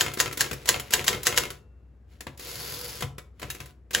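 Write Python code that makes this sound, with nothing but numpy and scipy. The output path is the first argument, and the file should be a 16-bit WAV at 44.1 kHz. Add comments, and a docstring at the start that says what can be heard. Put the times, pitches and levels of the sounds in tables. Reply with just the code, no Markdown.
"""A quiet room, close to a manual typewriter on a wooden desk. Eight letters are typed: a key clicks,
a typebar swings up, slaps the platen and falls back, and the carriage steps. The return lever is pushed,
the carriage ratchets across to its stop, the lever springs back, and typing resumes.
Each impact is a burst of noise that excites damped modes of the metal parts; the desk thumps beneath,
and a short reverberation follows, over low rumble and mains hum."""
import sys
import numpy as np
from scipy import signal
from scipy.fft import rfft, irfft, next_fast_len
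from scipy.io import wavfile
from scipy.ndimage import uniform_filter1d

SR = 44100
rng = np.random.default_rng(int(sys.argv[2]) if len(sys.argv) > 2 else 0)


def digitize_waveform(pressure):
    """Quantize a signal to 16-bit integers and store it at the path in sys.argv[1].

    Rows of a 2-D input are taken as channels; values are limited to [-1, 1].
    """
    field = np.atleast_2d(pressure).T
    bounded = np.clip(field, -1, 1)
    quanta = np.round(bounded * 32767).astype(np.int16)
    wavfile.write(sys.argv[1], SR, quanta)


N = 176400

# type slugs hitting the platen: t/s, level/dB, tilt/(dB per octave), after-ring/dB
STRIKES = [(0.0084, -0.5, -1.5, -6.5), (0.2004, -3, -0.5, -3.5), (0.4069, -3, 1, -4.5), (0.689, 0, 2, -7.5),
           (0.9361, 0.5, 1, -7.5), (1.0798, 0.5, 0.5, -9), (1.268, -0.5, -0.5, -6.5),
           (1.3752, -1.5, -0.5, -4), (3.9478, -1, 0.5, -14)]
# spectra of loose parts rattling and of dull metal impacts: f/Hz, relative level/dB
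RATTLE_SPECTRUM = [(60, 0), (140, 4.5), (250, 0.5), (450, 8.5), (680, -4), (2200, 1), (4000, -3),
                   (7500, -10.5), (10000, -11), (16000, -11.5)]
CLACK_SPECTRUM = [(60, -2.5), (400, -2.5), (800, -4), (1400, -2), (2600, -0.5), (4500, -9), (8000, -12.5),
                  (16000, -16)]
MID_SIDE = np.array([[1], [0.5]])  # gains for the ring of the platen and the typebar rest


def amp(db):
    """Decibels to amplitude ratio."""
    return 10 ** (np.asarray(db) / 20)


def read(points, hz):
    """Interpolation on a log-frequency axis."""
    f, value = np.transpose(points)
    return np.interp(np.log(hz + 1), np.log(f + 1), value)


def seconds(length):
    """Sample times."""
    return np.arange(int(length * SR)) / SR


def add(mix, s, sound):
    """Superposition: a sound joins the mix at time s."""
    at = round(s * SR)
    sound = sound[:, max(-at, 0):]
    part = mix[:, max(at, 0):][:, :sound.shape[1]]
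    part += sound[:, :part.shape[1]]


def grit(size, spread_db):
    """Tiny contacts of uneven force make amplitude-modulated noise, in two channels."""
    uneven = uniform_filter1d(rng.standard_normal(size), size=25) * np.sqrt(25)
    force = amp(spread_db * np.clip(uneven, -2, 2))
    return rng.standard_normal((2, size)) * force / np.sqrt(np.mean(force ** 2))


def colour(x, spectrum, size=4096):
    """A minimum-phase filter of unit energy imposes a spectral shape."""
    log_gain = np.log(amp(read(spectrum, abs(np.fft.fftfreq(size, 1 / SR)))))
    taps = np.fft.ifft(np.exp(signal.hilbert(log_gain).conj())).real[:size // 2]
    return signal.oaconvolve(x, taps[None] / np.linalg.norm(taps), axes=1)[:, :N]


def tilted(x, tilt_db):
    """Spectral tilt per octave about 3 kHz, flat below 500 Hz."""
    hz = np.fft.rfftfreq(x.shape[1], 1 / SR)
    octaves = np.log2(np.maximum(hz, 500) / 3000)
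    return irfft(rfft(x) * amp(tilt_db * octaves), x.shape[1])


def ring(modes, t, detune=0):
    """Free vibration: damped modes, each in a random phase in either channel."""
    out = np.zeros((2, len(t)))
    for hz, db, t60 in modes:
        cycles = hz * (1 + detune * rng.normal()) * t + rng.random((2, 1))
        out += amp(db - 60 * t / t60) * np.sin(2 * np.pi * cycles)
    return out


def resonate(x, modes):
    """Forced vibration: metal adds its ring to what shakes it; mode levels are gains at resonance."""
    t, response = seconds(.3), 0
    for hz, db, t60 in modes:
        damping = np.log(1000) / t60
        response += amp(db) * 2 * damping / SR * np.exp(-damping * t) * np.cos(2 * np.pi * hz * t)
    return x + signal.oaconvolve(x, response[None], axes=1)[:, :N]


def glide(x, hz, width_hz):
    """A resonance of unit gain follows the curve hz."""
    turn = np.exp(2j * np.pi * np.cumsum(hz) / SR)
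    pole = np.exp(-np.pi * width_hz / SR)
    return 2 * (turn * signal.lfilter([1 - pole], [1, -pole], x / turn + 1e-18)).real


def contact(db, tilt_db, crack_s, after_db, after_s, spread_db, rise_s=.0001):
    """Impact noise decays in two stages: a crack, then a longer chatter."""
    t = seconds(.2)
    attack = 1 - np.exp(-t / rise_s)
    decay = np.exp(-t / crack_s) + amp(after_db) * np.exp(-t / after_s)
    return amp(db) * attack * decay * tilted(grit(len(t), spread_db), tilt_db)


def background():
    """Stationary noise and a pure tone: low room rumble and mains hum."""
    rumble_spectrum = [(20, -38), (32, -21.5), (48, -3.5), (75, 5.5), (110, -4), (180, -10.5), (400, -16.5),
                       (1000, -30), (1800, -33.5), (3200, -46.5), (9000, -53), (16000, -58)]  # room air: f/Hz, relative level/dB
    rumble = colour(rng.standard_normal((2, N)), rumble_spectrum, size=16384)
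    hum = np.sqrt(2) * np.sin(2 * np.pi * 61.8 * np.arange(N) / SR)
    return amp(-55.5) * rumble + amp(-53.5) * hum


def typebars(swing_s=.016, land_s=.0009, escape_s=.0052):
    """Impact excitation: a bar hisses up and slaps the platen; escapement, case and basket respond."""
    # modes of the platen and the case: f/Hz, level/dB, T60/s
    platen_modes = [(1597, 0, 0.026), (1825, 0, 0.021), (2850, -2, 0.016), (3133, -1.5, 0.023),
                    (4155, -5.5, 0.01), (6530, -6, 0.02)]
    case_modes = [(370.8, -12, 0.035), (480, -1.5, 0.04), (563, -12, 0.023), (1004, -7.5, 0.06)]
    # spectra of the slap and the escapement: f/Hz, relative level/dB
    slap_spectrum = [(60, -22), (450, -12), (700, -13.5), (1250, -9.5), (1650, -0.5), (2350, -8.5),
                     (3000, -0.5), (4200, -4.5), (7200, 0), (10000, -5.5), (16000, -8.5)]
    escape_spectrum = [(100, -20), (1000, -3.5), (2000, -6), (4000, -2), (7000, -2.5), (9500, -8.5),
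                       (16000, -9.5)]
    slap, bright, rattle, tone = np.zeros((4, 2, N))
    up, t = seconds(swing_s), seconds(.25)
    swing_db = -28.5 + 12 * (up / swing_s - .5)
    knock_attack = 1 - np.exp(-t / .0039)
    basket_decay = np.exp(-(t / .08) ** 2)
    for s, db, tilt_db, after_db in STRIKES:
        s += land_s
        add(bright, s - swing_s, amp(db + swing_db) * grit(len(up), spread_db=1))
        hit = contact(db - 11, tilt_db, crack_s=.0018, after_db=after_db, after_s=.0055, spread_db=-.4)
        add(slap, s, hit)
        trip = contact(db + after_db - 11.5, 0, crack_s=.0064, after_db=-17, after_s=.015, spread_db=2.5)
        add(bright, s + escape_s, trip)
        add(tone, s, amp(db - 14.5) * MID_SIDE * ring(platen_modes, t, detune=.014))
        add(tone, s, amp(db + after_db - 16) * knock_attack * ring(case_modes, t, detune=.045))
        add(rattle, s, amp(db - 33) * basket_decay * grit(len(t), spread_db=2.5))
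    impacts = colour(slap, slap_spectrum) + colour(bright, escape_spectrum)
    return impacts + colour(rattle, RATTLE_SPECTRUM) + tone


def desk(rise_s=.009, strike_db=-34):
    """Structure-borne sound: carriage jolts and key blows excite the low modes of the desk."""
    jolts = [(.07, -27), (0.267, -28.5), (.44, -39), (.52, -27.5), (0.759, -29), (1.008, -29.5),
             (1.146, -27), (1.326, -34.5), (1.409, -35), (1.50, -38), (2.27, -33), (3.028, -20.5),
             (3.102, -36), (3.436, -30.5), (3.479, -34.5), (3.599, -33)]  # the carriage jolts the machine: t/s, level/dB
    wood_modes = [(64, -9, 0.14), (102, -4.5, .14), (136, -0.5, 0.14), (245.5, -8, 0.06), (372, -12, 0.06),
                  (465, -11, .09)]  # desk modes: f/Hz, level/dB, T60/s
    out, t = np.zeros((2, N)), seconds(.2)
    attack = 1 - np.exp(-t / rise_s)
    for s, db in jolts + [(s, strike_db) for s, *_ in STRIKES]:
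        add(out, s, amp(db) * attack * ring(wood_modes, t, detune=.02))
    return out


def springs():
    """Light damping lets two springs ring faintly from one strike to the next."""
    spring_modes = [(1421, -69, 1.2), (2708, -71, 1.35)]  # one mode a spring: f/Hz, level/dB, T60/s
    t, out = np.arange(N) / SR, np.zeros(N)
    for hz, db, t60 in spring_modes:
        level = sum((t > s) * amp(db - 60 * np.maximum(t - s, 0) / t60) for s, *_ in STRIKES)
        out += level * np.sin(2 * np.pi * hz * t)
    return out


def falls(bounce_s=.0185, bounce_db=-6):
    """Inelastic collision: each typebar drops on its rest, rings it and bounces once, more weakly."""
    landings = [(0.0632, -18.5), (0.117, -30.5), (0.2595, -18), (0.3124, -27.5), (0.4427, -22.5),
                (0.7431, -17), (0.9938, -20), (1.1299, -17), (1.3256, -19), (1.4357, -19), (3.997, -19)]  # typebars meet the rest: t/s, level/dB
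    rest_modes = [(1335, 0, 0.041), (2122, 1, 0.046), (2620, -1, 0.042), (3150, 0, .03)]  # modes of the rest: f/Hz, level/dB, T60/s
    bounces = [(s + bounce_s, db + bounce_db) for s, db in landings]
    taps, tone = np.zeros((2, 2, N))
    for s, db in landings + bounces:
        add(taps, s, contact(db - 5, 0, crack_s=.0012, after_db=-10, after_s=.013, spread_db=1.5))
        add(tone, s, amp(db - 14.5) * MID_SIDE * ring(rest_modes, seconds(.2), detune=.017))
    return colour(taps, CLACK_SPECTRUM) + tone


def linkage():
    """Brief metal contacts radiate broadband noise: bright clicks, duller clacks and a faint stirring."""
    # impacts: t/s, level/dB, tilt/(dB per octave)
    key_clicks = [(0.1367, -22.5, 3), (0.172, -20, -2), (0.3262, -21.5, 1), (0.373, -17.5, 2),
                  (0.5111, -17, -1), (0.53, -19, -0.5), (0.6562, -21, 1), (0.7965, -18, 1),
                  (0.9063, -20, 1), (1.0418, -18, 1), (1.2312, -22, 3.5), (1.503, -21.5, 0.5),
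                  (2.2063, -23.5, 0), (2.3746, -37.5, 3.5), (2.395, -29, 1.5), (3.0072, -21.5, 1),
                  (3.1812, -24.5, -1.5), (3.3957, -32, 0.5), (3.5474, -27.5, 0.5), (3.658, -35, 1.5),
                  (3.908, -25.5, 0)]  # key levers, pawls and latches
    stop_clacks = [(2.267, -25.5, -2), (3.0222, -16.5, 0), (3.417, -27, 0.5), (3.428, -23.5, -1.5),
                   (3.501, -23, 5.5), (3.602, -25.5, 1.5)]  # return lever and carriage meet their stops
    click_spectrum = [(60, -4), (400, 6), (800, -5.5), (1600, 3.5), (4000, -2.5), (7000, -4), (11000, -4),
                      (16000, -5)]  # colour of the clicks: f/Hz, relative level/dB
    stir_levels = [(1.45, -50), (1.55, -54), (1.648, -88.5), (2.05, -90), (2.121, -62), (2.199, -71.5),
                   (2.3, -66), (2.38, -67), (3.1, -81), (3.3, -95), (3.379, -71), (3.419, -51),
                   (3.62, -54.5), (3.71, -58.5), (3.78, -103.5), (3.89, -95), (3.92, -48.5)]  # loose parts stirred by the hands: t/s, level/dB
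    clicks, clacks = np.zeros((2, 2, N))
    for s, db, tilt_db in key_clicks:
        add(clicks, s, contact(db - 11, tilt_db, crack_s=.0057, after_db=-5, after_s=.012,
                               spread_db=-1, rise_s=.00083))
    for s, db, tilt_db in stop_clacks:
        add(clacks, s, contact(db - 9.5, tilt_db, crack_s=.0062, after_db=-8, after_s=.02,
                               spread_db=2, rise_s=.001))
    stir_db = np.interp(np.arange(N) / SR, *np.transpose(stir_levels))
    stir = colour(amp(stir_db) * grit(N, spread_db=5), RATTLE_SPECTRUM)
    return colour(clicks, click_spectrum) + colour(clacks, CLACK_SPECTRUM) + stir


def carriage(tooth_s=.0052, uneven_db=3.2, jitter=.04, swell_db=5):
    """An impulse train from the pawl on the rack joins rolling noise, and both drive the rails' modes."""
    travel = [(2.37, 45, -28), (2.40, 55, -4.5), (2.47, 100, 0), (2.559, 160, 0.5), (2.72, 168, 1),
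              (2.82, 135, -1.5), (2.855, 110, 1.5), (2.874, 95, -4.5), (2.89, 85, 0), (2.94, 83, -1),
              (2.989, 49, -2), (3.029, 60, -3)]  # carriage return: t/s, rate/(teeth per s), level/dB
    rail_modes = [(483, 0.5, 0.07), (4600, -3, 0.04)]  # modes of the rails: f/Hz, level/dB, T60/s
    # spectra of the ratchet and the rolling: f/Hz, relative level/dB
    ratchet_spectrum = [(100, -21), (1000, 1), (2500, -7), (4800, 0.5), (8000, -9), (11500, 4.5),
                        (16000, -0.5)]
    roll_spectrum = [(40, -4), (130, 16.5), (220, 0.5), (470, 7), (680, -4.5), (1500, 2.5), (5000, 4.5),
                     (9000, -1.5), (16000, -2)]
    t = np.arange(N) / SR
    s, rate, db = np.transpose(travel)
    level = amp(np.interp(t, s, db)) * (t > s[0]) * (t < s[-1])
    moving = level > 0
    teeth = np.cumsum(np.interp(t, s, rate) * moving) / SR
    progress = teeth / teeth[-1]
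    ticks = np.zeros((2, N))
    tick_decay = np.exp(-seconds(.015) / tooth_s)
    for i in np.flatnonzero(np.diff(np.floor(teeth))):
        late, force = rng.standard_normal(2)
        tick = amp(uneven_db * force) * tick_decay * grit(len(tick_decay), spread_db=.5)
        add(ticks, t[i] + jitter * late / rate.mean(), tick)
    ticks *= level * amp(swell_db * (progress - .5)) / np.sqrt(np.mean(ticks[:, moving] ** 2))
    rack_ring = amp(1.5) * glide(ticks, hz=4100 + 1050 * progress, width_hz=650)
    ratchet = amp(-43.5) * colour(ticks + rack_ring, ratchet_spectrum)
    roll = amp(-41) * colour(grit(N, spread_db=3) * level, roll_spectrum)
    return resonate(ratchet + roll, rail_modes)


def lever(pawl_s=3.181, home_s=3.5025):
    """Free vibration: the line-space pawl pings as it drops in, the return lever as it snaps home."""
    # modes of the pawl and the lever: f/Hz, level/dB, T60/s
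    pawl_modes = [(2250, 0, .17), (2360, -0.8, .2), (5502, -2, 0.084)]
    lever_modes = [(1730, 2.5, .045), (2720, -8, 0.053), (3800, 0.5, 0.039), (6340, 1, .035)]
    out, t = np.zeros((2, N)), seconds(.2)
    add(out, pawl_s, amp(-52) * ring(pawl_modes, t))
    add(out, home_s, amp(-33) * ring(lever_modes, t))
    return out


def room(x, build_s=.0038, tail_db=-9.5):
    """Reverberation: a short diffuse tail follows the direct sound, its treble dying first."""
    decay_times = [(100, 0.46), (500, 0.47), (2000, 0.24), (6000, 0.25), (15000, 0.2)]  # reverberation time: f/Hz, T60/s
    hz, t, noise = signal.stft(rng.standard_normal((2, SR // 2)), SR, nperseg=256)
    decay = amp(-60 * t / read(decay_times, hz)[:, None])
    tail = signal.istft(noise * decay * (1 - np.exp(-t / build_s)), SR)[1]
    return x + amp(tail_db) * signal.oaconvolve(x, tail / np.linalg.norm(tail[0]), axes=1)[:, :N]


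def scene():
    """Superposition of the resonating machine, its desk and the room, as mid and side signals."""
    frame_modes = [(375, -4, 0.07), (490.4, 2, .16), (565, -1, 0.056), (720, 0.5, 0.09), (1003, 3, 0.13),
                   (1326, -4, .12), (2134, -2.5, .13), (2360, -5, 0.13), (2795, -5, .13), (3510, -5, 0.16),
                   (6520, -7, 0.18), (6884, -3, 0.038)]  # modes of the frame: f/Hz, level/dB, T60/s
    machine = resonate(typebars() + falls() + linkage() + carriage(), frame_modes)
    return room(machine + lever() + desk()) + springs() + background()


def record(dry, low_cut_hz=32, ceiling=.93, edge_hz=16100):
    """Mid-side stereo: sum and difference give left and right; then low cut, saturation, band limit."""
    # stereo image: f/Hz, left-right likeness; the treble alternates between in-phase and anti-phase bands
    likeness = [(100, 1), (250, 1), (550, .5), (1100, .5), (1550, 0.56), (2300, 0.68), (5700, .5),
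                (6600, 0.74), (7500, 1.7), (8500, -0.91), (9500, -1), (10400, 1.5), (11600, 1.4),
                (12600, -1.17), (13600, -0.6), (14500, 0.1)]
    balance = [(60, 1.1), (250, 4.5), (600, .3), (3000, 2.7), (8000, .2)]  # stereo balance: f/Hz, left minus right level/dB
    size = next_fast_len(N + SR // 10)
    hz = np.fft.rfftfreq(size, 1 / SR)
    same = np.clip(read(likeness, hz), -.99, .99)
    lean = amp(read(balance, hz) / 2)
    mid, side = rfft(dry, size) * np.sqrt([(1 + same) / 2, (1 - same) / 2])
    low_cut = hz ** 2 / np.hypot(hz ** 2, low_cut_hz ** 2)
    pair = irfft(low_cut * np.array([(mid + side) * lean, (mid - side) / lean]), size)[:, :N]
    saturated = pair / (1 + (pair / ceiling) ** 6) ** (1 / 6)
    low_pass = signal.firwin(255, edge_hz, window=("kaiser", 9), fs=SR)
    return signal.oaconvolve(saturated, low_pass[None], "same")


dry = scene()
out = record(dry)
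digitize_waveform(out)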